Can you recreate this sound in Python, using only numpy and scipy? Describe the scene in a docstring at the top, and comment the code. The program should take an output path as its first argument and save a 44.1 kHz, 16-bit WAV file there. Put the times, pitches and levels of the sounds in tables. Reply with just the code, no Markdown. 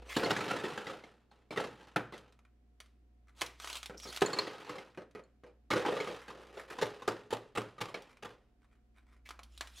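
"""Over a low hum that comes and goes in level, a heap of ice cubes slides in a plastic bin, a tray creaks
and ice scrapes in it. Cubes tumble in and clink; later rubs and cracks come from the tray, and the nudged
bin bumps dully. From the sixth second a tray is banged on the rim, and a motor slowly runs up below the hum.
Bin and trays are banks of decaying modes struck by many contacts, creak and slides are random contacts,
scrapes are noise in a gliding resonance, hum and motor are sines, and dying noise forms the hard kitchen."""
import sys
import numpy as np
from scipy import signal
from scipy.fft import rfft, irfft, next_fast_len
from scipy.io import wavfile
from scipy.ndimage import uniform_filter1d

SR = 44100
rng = np.random.default_rng(int(sys.argv[2]) if len(sys.argv) > 2 else 0)


def generate_wav(signal):
    """Clip the signal to [-1, 1] and save it as 16-bit WAV at the path in sys.argv[1]."""
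    frames = np.transpose(np.atleast_2d(signal))
    scaled = np.clip(frames, -1, 1) * 32767
    pcm = np.round(scaled).astype(np.int16)
    wavfile.write(sys.argv[1], SR, pcm)


N = 432159
TIME = np.arange(N) / SR   # s

# Frequency registers of the bin: wall, thump, hollow ring, tick.
# Each row: lower edge in Hz, upper edge in Hz.
BIN_REGISTERS = [(700, 2500), (60, 350), (350, 700), (2500, 16000)]
# Frequency registers of the tray: body, snap, splinter.
# Each row: lower edge in Hz, upper edge in Hz.
TRAY_REGISTERS = [(200, 2500), (2500, 7000), (7000, 16000)]
# The tray is banged on the rim, one edge touching first.
# Each row: time in seconds, wall level in dB before gain, tick in dB relative to the wall before gain,
# panel level in dB, panel pitch in Hz, first touch in dB relative to the wall, its lead in seconds.
BANGS = [(5.729, -28.5, -4, -48, 620, -0.5, 0.025), (6.823, -31, 0.5, -21.5, 474, 0.5, 0.0092),
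         (7.078, -27, -4, -25, 415, -17, 0.0032), (7.326, -32, 1, -24, 464, -6, 0.02),
         (7.573, -28, -2, -29, 455, -8.5, 0.021), (7.811, -32, 2, -47, 490, -7.5, 0.0057),
         (8.247, -40.5, -2, -44.5, 453, -1.5, 0.022)]

CUTOFF_HZ = 15800
FILL_DB_PER_S = 1.2   # the growing heap damps the thump of the bin floor
PANEL_ATTACK_S, PANEL_T60_S = 0.0025, 0.036


def from_db(db):
    """Level to amplitude: 20 dB are a factor of ten."""
    return 10 ** (np.asarray(db) / 20)


def at_hz(points, hz):
    """Spectral interpolation of a (Hz, value) table along a logarithmic frequency axis."""
    points = np.array(points)
    return np.interp(np.log(np.maximum(hz, 1)), np.log(points[:, 0]), points[:, 1])


def unit(x):
    """Energy normalisation: the squares of each row sum to 1."""
    return x / np.sqrt(np.sum(x ** 2, axis=-1, keepdims=True) + 1e-20)


def fade(t, t60):
    """Exponential decay, 60 dB down after t60."""
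    return np.exp(-np.log(1000) * t / t60)


def place(times, sounds):
    """Linear superposition of short sounds on the time line."""
    out = np.zeros(N + SR)
    for s, sound in zip(times, sounds):
        start = int(np.clip(s * SR, 0, N))
        out[start:start + len(sound)] += sound
    return out[:N]


def ringing(hz, t60):
    """Free vibration: dying sines, one per row, until the longest has lost 40 dB."""
    t = np.arange(int(SR * np.max(t60) * 2 / 3)) / SR
    return fade(t, t60) * np.sin(2 * np.pi * hz * t)


def plastic(colour, strong_modes, t60_mid, damping_slope, count=420):
    """Modal density of a plastic body: crowded modes whose decay depends on pitch, plus a few strong ones."""
    lowest_hz = colour[0][0]
    hz = np.linspace(np.sqrt(lowest_hz), np.sqrt(CUTOFF_HZ), count) ** 2
    hz = hz * (1 + 0.0032 * rng.standard_normal(count))
    spacing_db = 10 * np.log10(np.sqrt(hz / 440))   # modes lie further apart with pitch
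    crowd_t60 = t60_mid * (hz / 1000) ** -damping_slope   # t60_mid holds at 1 kHz
    crowd = np.column_stack([hz, at_hz(colour, hz) + spacing_db, crowd_t60])
    hz, level_db, t60 = np.vstack([crowd, *strong_modes]).T[:, :, None]
    return hz[:, 0], from_db(level_db) * ringing(hz, t60)


def chatter(rows, spread_s, rebound_db, count):
    """Repeated impact: a first contact and a quick run of uneven rebounds share the energy of one event."""
    rows = np.array(rows)
    chance = rng.random((len(rows), 2, count))
    order = np.arange(count)
    later = order > 0
    size_db = later * (rebound_db + 10 * (chance[:, 0] - .5))
    size_db -= 10 * np.log10(np.sum(from_db(size_db) ** 2, axis=1, keepdims=True))
    delay_s = later * (order - chance[:, 1] * .5) / count * spread_s
    runs = np.repeat(rows, count, axis=0)
    runs[:, 0] += delay_s.ravel()
    runs[:, 1] += size_db.ravel()
    return runs.T


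def strike(body, registers, times, levels_db, patchy_db, dwell_s, size=7):
    """Modal excitation: the moving point of contact decides which groups of modes each push favours."""
    in_phase = 0.2   # part of a push that all modes take in step: the hard click of the contact
    hz, rings = body
    spots = rng.standard_normal((N // 500, len(hz)))
    spots = np.sqrt(size) * uniform_filter1d(spots, size, axis=1)   # neighbouring modes go together
    favour_db = patchy_db * spots[(times / dwell_s).astype(int) % len(spots)]
    push = (rng.choice([-1, 1], favour_db.shape) + in_phase) * from_db(favour_db)
    sounds = 0
    for (low, high), level_db in zip(registers, levels_db):
        inside = (hz >= low) & (hz < high)
        sounds = sounds + from_db(level_db)[:, None] * unit(push[:, inside] @ rings[inside])
    return place(times, sounds)


def contacts(rows, attack_s, slope_db_per_s, release_db_per_s, uneven_db, count):
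    """Stochastic friction: random small contacts in spells that swell, hold on a slope and die away."""
    rows = np.array(rows)
    spans = attack_s + np.abs(rows[:, 1]) + 20 / release_db_per_s
    ends = np.cumsum(spans)
    # all spells are laid end to end, and the contacts are spread over them
    moments = (np.arange(count) + rng.uniform(-1, 1, count)) / count % 1 * spans.sum()
    spell = np.searchsorted(ends[:-1], moments)
    start, length, level, colour = rows[spell].T
    age = moments - (ends - spans)[spell] - attack_s   # negative during the swell
    shape_db = 20 * np.minimum(age / attack_s, 0)
    shape_db += slope_db_per_s * np.clip(age, 0, length)
    shape_db -= release_db_per_s * np.maximum(age - length, 0)
    scatter_db = uneven_db * np.clip(rng.standard_normal(count), -2, 2)
    return start + age, level + shape_db + scatter_db, colour


def knocks(bin_body, rows, thump_db, tick_db, spread_s, rebound_db, rocking_db, count=4):
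    """Impact and rebound: a blow on the bin, then jolted cubes rock against each other for a moment."""
    thump_follows = 0.22   # dB of thump per dB of hollow ring
    blows = chatter(rows, spread_s, rebound_db, count=count)
    rocking = chatter(rows, spread_s=.06, rebound_db=-0.5, count=5)
    rocking[1] += rocking_db
    s, wall, hollow, tick = np.hstack([blows, rocking])
    thump = wall + thump_db + thump_follows * hollow - FILL_DB_PER_S * s
    levels = [wall, thump, wall + hollow, wall + tick + tick_db]
    return strike(bin_body, BIN_REGISTERS, s, levels, patchy_db=3.5, dwell_s=.05)


def panel(s, level_db, hz, hold_s):
    """Forced, then damped vibration: one panel swings at its own pitch while pushed, then stops quickly."""
    overtone_ratio, overtone_db = 1.88, -10   # second mode of a panel
    t = np.arange(SR // 10) / SR
    envelope = np.minimum(t / PANEL_ATTACK_S, 1) * fade(np.maximum(t - hold_s, 0), PANEL_T60_S)
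    phase = 2 * np.pi * hz[:, None] * t
    swing = np.sin(phase) + from_db(overtone_db) * np.sin(overtone_ratio * phase)
    return place(s, from_db(level_db)[:, None] * envelope * swing)


def glide(x, hz, width_hz):
    """Resonance with a moving centre: shift it to zero, smooth, and shift back; gain 1 on top."""
    turn = np.exp(2j * np.pi * np.cumsum(hz) / SR)
    keep = np.exp(-np.pi * width_hz / SR)
    smooth = signal.lfilter([1 - keep], [1, -keep], (x + 1e-18) / turn)
    return 2 * np.real(turn * smooth)


def hum(hum_db, boom_db):
    """Superposed tones: a low hum comes and goes in level; a motor runs up and swells near a room resonance."""
    # Level of the low hum, which comes and goes. Each row: time in seconds, level in dB before gain.
    hum_levels = [(0.0, -53), (0.49, -75.5), (4.12, -60.5), (4.42, -80), (5.73, -65), (5.95, -71),
                  (6.5, -67), (7.67, -84.5), (9.61, -57.5), (9.8, -62)]
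    # Faint steady tones. Each row: pitch in Hz, level in dB.
    faint_tones = [(119.5, -81), (226, -83.5), (721, -89.5)]
    hum_hz = 59.2
    run_up_s, run_up_hz, run_up_octaves_per_s = 6.5, 39.2, 0.068   # the motor starts and gathers speed
    boom_hz, boom_width_hz = 51.7, 1.7   # the room resonance
    times, levels = np.transpose(hum_levels)
    tones = from_db(np.interp(TIME, times, levels) + hum_db) * np.sin(2 * np.pi * hum_hz * TIME)
    since_start = TIME - run_up_s
    rising_hz = run_up_hz * 2 ** (run_up_octaves_per_s * since_start)
    resonance = 1 / np.hypot(1, 2 * (rising_hz - boom_hz) / boom_width_hz)
    swell = np.clip(since_start, 0, 1) * resonance
    tones += from_db(boom_db) * swell * np.sin(2 * np.pi * np.cumsum(rising_hz) / SR)
    tones += sum(from_db(db) * np.sin(2 * np.pi * hz * TIME) for hz, db in faint_tones)
    return np.sqrt(2) * tones   # levels are effective values


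def air(level_db):
    """Spectrally shaped noise: a steady soft rush, its level taken above 150 Hz."""
    # Colour of the rush. Each row: frequency in Hz, relative level in dB per Hz.
    air_colour = [(12, -46.5), (20, -9), (43, -16), (65, -13), (81, -9.5), (104, -20), (158, -18),
                  (234, -9.5), (624, -28), (718, -26), (825, -32.5), (1960, -36.5), (16000, -56)]
    size = next_fast_len(N)
    hz = np.arange(size // 2 + 1) * SR / size
    gain = from_db(at_hz(air_colour, hz))
    gain /= np.sqrt(np.mean((gain * (hz > 150)) ** 2))
    return from_db(level_db) * irfft(rfft(rng.standard_normal(size)) * gain, size)[:N]


def side_air(level_db, edge_hz):
    """Independent noise: above the bass the soft rush differs between left and right."""
    return signal.sosfilt(signal.butter(1, edge_hz, "high", fs=SR, output="sos"), air(level_db))


def tumble(bin_body, gain_db, thump_db, hollow_db, tick_db):
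    """Granular flow: the heap shifts in many small contacts, which shake the floor of the bin too."""
    # The heap slides. Each row: time of full level in seconds, hold in seconds, wall level in dB before gain,
    # hollow ring in dB relative to the wall before gain.
    slide_rows = [(0.0, .07, -65, 2.5), (0.17, .5, -43, -1.5), (0.69, .23, -52, -3.5),
                  (1.06, .06, -70, -0.5), (1.33, .06, -76, 0), (1.58, .07, -53.5, -2), (1.79, .1, -64, -3),
                  (2.13, .04, -63, 1.5), (4.25, .22, -50, 2.5), (4.48, .31, -55, -3.5), (5.73, .05, -42, 3),
                  (5.87, .26, -48.5, -4), (6.29, .35, -62, 4.5), (6.69, .25, -56.5, 1.5),
                  (7.96, .04, -61, 2)]
    attack_s, sag_db_per_s, release_db_per_s = .02, 9.5, 100
    # a bang shakes the heap: hold, level relative to the bang before either gain, hollow ring
    jolt_s, jolt_db, jolt_hollow_db = .06, -32.5, 3.5
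    jolts = [(s + attack_s, jolt_s, db + jolt_db, jolt_hollow_db) for s, db, *_ in BANGS]
    s, wall, hollow = contacts(slide_rows + jolts, attack_s, -sag_db_per_s, release_db_per_s,
                               uneven_db=2.5, count=950)
    levels = [wall, wall + thump_db - FILL_DB_PER_S * s, wall + hollow + hollow_db, wall + tick_db]
    return from_db(gain_db) * strike(bin_body, BIN_REGISTERS, s, levels, patchy_db=2.0, dwell_s=.025)


def wall_ring(x, gain_db, width_hz):
    """Mass loading: the long wall resonates with every contact, and its pitch sinks as ice loads it."""
    wall_hz, sag_hz_per_s = 1338, 16
    return from_db(gain_db) * glide(x, wall_hz - sag_hz_per_s * TIME, width_hz)


def creak(tray_body, gain_db, snap_db, splinter_db):
    """Stick-slip friction: ice slips against the bending tray, harder as the twist grows."""
    # The tray is twisted. Each row: time when the swell is over in seconds, hold in seconds,
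    # body level in dB before gain, snap in dB relative to the body before gain.
    twist_rows = [(0.095, .1, -51, -4), (3.39, .04, -59, -0.5), (3.62, .15, -55, 1),
                  (4.03, .14, -56.5, -0.5), (9.28, 0.027, -74.5, 0), (9.52, .22, -77, 5),
                  (9.77, .03, -68, 11.5)]
    s, body, snap = contacts(twist_rows, attack_s=0.04, slope_db_per_s=13.5, release_db_per_s=350,
                             uneven_db=4.0, count=1400)
    levels = [body, body + snap + snap_db, body + snap + splinter_db]
    return from_db(gain_db) * strike(tray_body, TRAY_REGISTERS, s, levels, patchy_db=7.0, dwell_s=0.016)


def scrapes(gain_db, width_hz, grit_db):
    """Friction-driven resonance: dense uneven slips of ice drive a pitch that glides as the contact shifts."""
    # Ice scrapes along the tray. Each row: start in seconds, length in seconds, first pitch in Hz,
    # last pitch in Hz, level in dB before gain.
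    scrape_rows = [(0.086, 0.052, 2600, 1893, -46.5), (0.137, 0.072, 2400, 4300, -47.5),
                   (3.969, 0.032, 5320, 5900, -56), (4.011, .05, 5950, 5140, -53.5),
                   (4.061, 0.035, 5800, 6810, -59), (4.065, 0.053, 4220, 4390, -53.5),
                   (9.25, 0.039, 2140, 2250, -59.5)]
    noises = rng.standard_normal((len(scrape_rows), 2, SR // 2))
    sounds = []
    for (_, length, from_hz, to_hz, level_db), (slips, sizes) in zip(scrape_rows, noises):
        n = int(length * SR)
        uneven_slips = (slips * from_db(grit_db * sizes))[:n]
        rub = glide(uneven_slips, np.linspace(from_hz, to_hz, n), width_hz)
        sounds.append(from_db(level_db) * rub / rub.std() * signal.windows.tukey(n))
    return from_db(gain_db) * place([row[0] for row in scrape_rows], sounds)


def clumps(damped_body, gain_db, hollow_db):
    """Damping by added load: several cubes land in one crunch, and the struck panel rings out."""
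    # A clump hits one panel squarely. Each row: time in seconds, wall level in dB before gain,
    # tick in dB relative to the wall before gain, panel level in dB, panel pitch in Hz.
    clump_rows = [(0.165, -23.5, 6, -22, 263), (0.306, -20, 4, -26, 410), (0.507, -24.5, 1, -33, 1378),
                  (1.96, -19.5, -1.5, -26.5, 1379), (3.417, -30.5, 6, -36, 1060),
                  (4.218, -17, 1, -14.5, 398.3), (5.85, -26.5, -6, -30.5, 830)]
    rows = [(s, db, hollow_db, tick) for s, db, tick, _, _ in clump_rows]
    s, _, _, panel_db, hz = np.transpose(clump_rows)
    crunch = knocks(damped_body, rows, thump_db=-0.5, tick_db=-8.0, spread_s=.012,
                    rebound_db=3.0, rocking_db=-17.0, count=7)
    return from_db(gain_db) * crunch + panel(s, panel_db, hz, hold_s=0.0029)


def clinks(gain_db, upper_db, detune):
    """Free vibration of small solids: two cubes touch twice and ring glassily, higher modes shorter."""
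    # A free cube rings. Each row: time in seconds, level in dB before gain,
    # upper modes in relative dB before gain, t60 of the main mode in seconds.
    clink_rows = [(0.1667, -40, -8.5, 0.035), (0.2455, -42, -17, 0.06), (1.31, -78, -30, 0.11),
                  (4.2609, -46, 3, 0.05), (4.332, -42, -10, 0.078), (4.388, -30.5, -18.5, .038),
                  (5.238, -76, 0, 0.06)]
    # Modes of an average cube, the second row being the main one. Each row: pitch in Hz, relative level in dB.
    cube_modes = [(3112, -19), (4325, 5), (4880, -18), (7020, 4), (7860, -11)]
    upper_modes_hz, main_hz = 6000, cube_modes[1][0]
    s, level, upper, t60 = chatter(clink_rows, spread_s=0.0079, rebound_db=-7.5, count=2)
    pitch = 1 + detune * rng.standard_normal((len(s), 1))   # no two are quite the same size
    sounds = 0
    for hz, db in cube_modes:
        level_db = level + db + (hz > upper_modes_hz) * (upper + upper_db)
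        rings = ringing(hz * pitch, t60[:, None] * main_hz / hz)
        sounds = sounds + place(s, from_db(level_db)[:, None] * rings)
    return from_db(gain_db) * sounds


def drops(bin_body, gain_db, hollow_db, clack_db):
    """Impact excitation: cubes fall on the heap and against the walls; each spot clacks at another pitch."""
    # Cubes land. Each row: time in seconds, wall level in dB before gain,
    # hollow ring in dB relative to the wall before gain.
    drop_rows = [(0.195, -36, 6), (0.231, -25.5, -3), (0.259, -28, 0), (0.364, -26.5, -11.5),
                 (0.386, -39.5, 8), (0.407, -29.5, -11), (0.421, -37, 2), (0.535, -33, 1), (0.565, -32, -8),
                 (0.639, -32.5, 2), (0.652, -32, -16), (0.679, -45, -9), (0.776, -30.5, -7),
                 (0.868, -33.5, -9), (0.897, -34, -3), (0.936, -45, -15), (1.037, -44.5, -3),
                 (1.314, -53, -16), (1.507, -36, -2), (1.524, -37, -6), (1.561, -33, -5.5),
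                 (1.574, -25, -4), (1.598, -29.5, -3.5), (1.64, -34.5, -2), (1.808, -47.5, -12.5),
                 (2.123, -41.5, -5), (2.137, -39, -3), (4.262, -32, -13), (4.297, -35.5, -9),
                 (4.332, -30, -7), (4.367, -33, -6), (4.387, -26.5, -8), (4.469, -34.5, -4),
                 (4.694, -32, -5.5), (4.755, -39.5, 2), (4.782, -38.5, -5), (5.714, -21.5, -10),
                 (5.761, -29.5, 5), (5.861, -26, 0), (5.882, -28, 1.5), (5.924, -33.5, 5),
                 (5.967, -33.5, 0.5), (6.001, -27.5, -2.5), (6.072, -33.5, 2), (6.101, -41, 6),
                 (6.281, -37.5, -5), (6.303, -40, -9), (6.571, -41.5, 2), (6.706, -43.5, 4),
                 (6.785, -31.5, -10), (7.021, -39, -9.5), (7.781, -43, -5), (7.885, -39.5, -6),
                 (7.943, -31, -6), (8.304, -47.5, -7)]
    rows = [(s, db, hollow + hollow_db, 0) for s, db, hollow in drop_rows]
    s, level, _ = np.transpose(drop_rows)
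    clack_hz = np.exp(rng.uniform(np.log(750), np.log(2400), len(s)))
    clacks = panel(s, level + clack_db, clack_hz, hold_s=PANEL_ATTACK_S)
    landings = knocks(bin_body, rows, thump_db=1.5, tick_db=-4, spread_s=.009, rebound_db=-2.0, rocking_db=-8.0)
    return clacks + from_db(gain_db) * landings


def rustles(tray_body, gain_db):
    """Soft friction: fingers or loose ice slip over the tray in short, dull rubs that excite its resonance."""
    # Each row: time of full level in seconds, body level in dB before gain.
    rustle_rows = [(1.79, -78), (3.286, -77.5), (6.221, -60.5), (6.421, -66.5), (6.56, -58.5),
                   (6.598, -55.5), (6.71, -56), (8.101, -70), (8.63, -79.5), (8.73, -76.5), (8.972, -72.5),
                   (9.08, -77.5), (9.131, -74)]
    softness_db = -6.5   # snap relative to body; the splinter register gets it twice
    rub_hz, rub_width_hz = 1750, 880   # the tray's resonance under a rub
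    spells = [(s, 0, db, softness_db) for s, db in rustle_rows]
    s, body, soft = contacts(spells, attack_s=0.033, slope_db_per_s=0, release_db_per_s=301,
                             uneven_db=5.5, count=320)
    levels = [body, body + soft, body + 2 * soft]
    rubs = strike(tray_body, TRAY_REGISTERS, s, levels, patchy_db=3.0, dwell_s=.05)
    return from_db(gain_db) * (rubs + glide(rubs, np.full(N, rub_hz), rub_width_hz))


def cracks(tray_body, gain_db, snap_db, splinter_db):
    """Sudden release of strain: a cube lets go of the tray in a quick run of snaps."""
    # Each row: time in seconds, body level in dB before gain, snap in dB relative to the body before gain.
    crack_rows = [(2.179, -46.5, -10), (2.324, -54.5, -14), (2.391, -51.5, -22), (2.451, -52, -25),
                  (2.803, -41, -10.5), (2.86, -59.5, -11), (3.411, -35.5, -4), (3.417, -20, -13.5),
                  (3.463, -53, 7.5), (3.6, -35.5, -14), (3.645, -31, -16), (3.674, -30, -15),
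                  (3.7, -33, -10), (3.729, -43, 0), (3.755, -35, -7), (3.769, -44, 0), (3.83, -34.5, -10),
                  (3.859, -39.5, -3.5), (4.0, -45, -5.5), (4.127, -37, -10), (4.147, -39.5, -11.5),
                  (4.163, -45.5, 5), (4.173, -31, -11), (4.209, -39, -5.5), (4.948, -48, -27),
                  (5.111, -60, -12), (7.078, -34.5, -7.5), (8.022, -54.5, -3.5), (8.171, -47.5, -20),
                  (9.262, -55, -11), (9.29, -39, -11.5), (9.307, -30.5, -21), (9.392, -35, -24),
                  (9.433, -62.5, 8), (9.577, -55, 4), (9.609, -25, -14.5), (9.673, -44, -10)]
    s, body, snap = chatter(crack_rows, spread_s=0.0016, rebound_db=-19.0, count=3)
    levels = [body, body + snap + snap_db, body + snap + splinter_db]
    return from_db(gain_db) * strike(tray_body, TRAY_REGISTERS, s, levels, patchy_db=2.5, dwell_s=0.028)


def bumps(bin_body, gain_db, hollow_db):
    """Soft impact favours low modes: the nudged bin answers with much thump and little tick."""
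    # The bin bumps on the floor. Each row: time in seconds, wall level in dB before gain.
    bump_rows = [(3.897, -41.5), (4.054, -42.5), (4.975, -40.5), (5.15, -41.5), (5.436, -50),
                 (5.465, -55.5)]
    rows = [(s, db, hollow_db, 0) for s, db in bump_rows]
    return from_db(gain_db) * knocks(bin_body, rows, thump_db=6.0, tick_db=-10.0, spread_s=0.0065,
                                     rebound_db=-6.5, rocking_db=-2.5)


def bangs(rim_body, gain_db, hollow_db):
    """Double impact: one edge of the tray touches the rim, then its whole weight makes the bin's side boom."""
    rows = [(s, db, hollow_db, tick) for s, db, tick, *_ in BANGS]
    rows += [(s - lead, db + touch, hollow_db, 0) for s, db, *_, touch, lead in BANGS]
    s, _, _, panel_db, hz, _, _ = np.transpose(BANGS)
    crunch = knocks(rim_body, rows, thump_db=5, tick_db=-4.0, spread_s=0.013,
                    rebound_db=5.0, rocking_db=-8.5, count=7)
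    return from_db(gain_db) * crunch + panel(s, panel_db, hz, hold_s=0.0059)


def bounces():
    """Mass on a spring: each bang presses the bin on the floor, and it springs back with a low thud."""
    bounce_hz, bounce_t60_s = 112.5, 0.3
    bounce_db = -14   # relative to the bang before its gain
    t = np.arange(SR // 3) / SR
    thud = np.sin(2 * np.pi * bounce_hz * t) * fade(t, bounce_t60_s)
    s, level = np.transpose(BANGS)[:2]
    return place(s, from_db(level + bounce_db)[:, None] * thud)


def low_cut(x, edge_hz):
    """Radiation efficiency: a small body radiates little below its lowest mode."""
    return signal.sosfilt(signal.butter(3, edge_hz, "high", fs=SR, output="sos"), x + 1e-18)


def walls(x, level_db, t60):
    """Convolution with decaying noise: reflections from floor and cupboards prolong each pitch that rings."""
    t = np.arange(SR // 3) / SR
    response = unit(rng.standard_normal(len(t)) * fade(t, t60) * (t > .004))
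    return from_db(level_db) * signal.fftconvolve(x, response)[:N]


def echoes(x, levels_db, t60s, delay_s):
    """Diffuse reverberation: each band stores the energy it is fed and lets it die away as noise."""
    edges = np.geomspace(90, 16500, 23)
    white = rng.standard_normal((2, N))
    late = np.pad(x, (int(delay_s * SR), 0))[:N] + 1e-18
    out = 0
    for k, (low, high) in enumerate(zip(edges, edges[1:])):
        hz = np.sqrt(low * high)
        band_pass = signal.butter(2, [low, high], "band", fs=SR, output="sos")
        band, noise = signal.sosfilt(band_pass, [late, white[k % 2]])
        keep = fade(1 / SR, at_hz(t60s, hz)) ** 2   # energy left after one sample
        stored = signal.lfilter([1 - keep], [1, -keep], band ** 2)
        out = out + from_db(at_hz(levels_db, hz)) * np.sqrt(stored) * noise / noise.std()
    return out


def scene():
    """Direct and reverberant sound: near sources in a hard room; the sides differ most in the treble."""
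    # Strongest modes of the loaded bin. Each row: pitch in Hz, relative level in dB, t60 in seconds.
    bin_modes = [(118.7, 2.5, 0.28), (211, 7.5, 0.067), (291, 3.5, 0.097), (336.4, 7.5, 0.035),
                 (427, 6.5, 0.17), (489.4, 4, 0.22), (526, 3.5, 0.22), (894, 6.5, 0.031)]
    # Hollow modes added when the rim is struck. Each row: pitch in Hz, relative level in dB, t60 in seconds.
    rim_modes = [(417.6, -2.5, 0.46), (488, 8, 0.27)]
    # Strongest modes of the tray. Each row: pitch in Hz, relative level in dB, t60 in seconds.
    tray_modes = [(1290, 14.5, 0.02), (2170, 0, 0.036), (3245, 11, .025)]
    # Spread of the crowded modes of the bin. Each row: frequency in Hz, relative level in dB per Hz.
    bin_colour = [(47, -36.5), (80, -30), (112, -8.5), (248, -2), (493, 2.5), (588, -7.5), (785, -3.5),
                  (1020, -8), (1340, -8.5), (1780, -9), (4420, -23.5), (11500, -41.5), (14300, -57.5),
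                  (16000, -54.5)]
    # Spread of the crowded modes of the tray. Each row: frequency in Hz, relative level in dB per Hz.
    tray_colour = [(180, -35.5), (300, -16), (593, -13), (680, 0.5), (870, -8.5), (1080, 1), (1810, -4.5),
                   (3240, 5), (10900, -10), (14700, -24.5), (16000, -33)]
    # Reverberation of the kitchen. Each row: frequency in Hz, t60 in seconds.
    kitchen_t60 = [(100, 1), (400, 0.3), (1500, 0.37), (5000, 0.44), (14000, 0.29)]
    # Strength of the reverberation. Each row: frequency in Hz, level in dB relative to the direct sound.
    kitchen_echo = [(100, -12.5), (400, -7.5), (1500, -8), (5000, -14.5), (14000, -13)]
    # Stereo width. Each row: frequency in Hz, side level in dB relative to the mid.
    stereo_width = [(150, -32), (300, -18), (550, -16), (1200, -21.5), (4500, -29.5), (8000, -7.5),
                    (14000, -5)]

    bin_body = plastic(bin_colour, bin_modes, t60_mid=0.085, damping_slope=0.02)
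    damped_body = plastic(bin_colour, bin_modes, t60_mid=0.028, damping_slope=0)
    rim_body = plastic(bin_colour, bin_modes + rim_modes, t60_mid=0.028, damping_slope=0)
    tray_body = plastic(tray_colour, tray_modes, t60_mid=0.045, damping_slope=0.028)

    in_bin = drops(bin_body, gain_db=14.0, hollow_db=8.0, clack_db=-5.0)
    in_bin += clumps(damped_body, gain_db=17.0, hollow_db=-4.0)
    in_bin += bangs(rim_body, gain_db=21.0, hollow_db=-1.0)
    in_bin += bumps(bin_body, gain_db=17.0, hollow_db=5.0)
    in_bin += tumble(bin_body, gain_db=24.5, thump_db=-4.5, hollow_db=0.5, tick_db=-4.5)
    in_bin += wall_ring(in_bin, gain_db=3.0, width_hz=42)

    in_tray = cracks(tray_body, gain_db=11.5, snap_db=13.0, splinter_db=4.5)
    in_tray += creak(tray_body, gain_db=13.0, snap_db=2.0, splinter_db=-5.5)
    in_tray += rustles(tray_body, gain_db=22.0)
    in_tray += scrapes(gain_db=1.0, width_hz=380, grit_db=8.5)

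    ice = low_cut(in_bin, edge_hz=134) + low_cut(in_tray, edge_hz=330)
    pings = clinks(gain_db=4.5, upper_db=3.5, detune=0.011)
    room = walls(ice, level_db=-11.5, t60=0.13)
    room += echoes(ice + pings, kitchen_echo, kitchen_t60, delay_s=0.00073)
    mid = ice + pings + bounces() + room + hum(hum_db=0.5, boom_db=-54.5) + air(level_db=-76.5)
    side = echoes(mid, stereo_width, [(100, .06), (10000, .01)], delay_s=0)   # (Hz, t60 s)
    side += walls(ice, level_db=-36.5, t60=.3)
    side += side_air(level_db=-77.5, edge_hz=450)
    return np.array([mid + side, mid - side]) * from_db([[-.25], [.25]])   # the right is slightly louder


def record(dry):
    """Saturation and band limiting: the highest peaks are rounded and the top is cut steeply."""
    ceiling = .165
    rounded = dry / (1 + (dry / ceiling) ** 6) ** (1 / 6)
    return signal.sosfilt(signal.ellip(10, .1, 80, CUTOFF_HZ, fs=SR, output="sos"), rounded)


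dry = scene()
out = record(dry)
generate_wav(out)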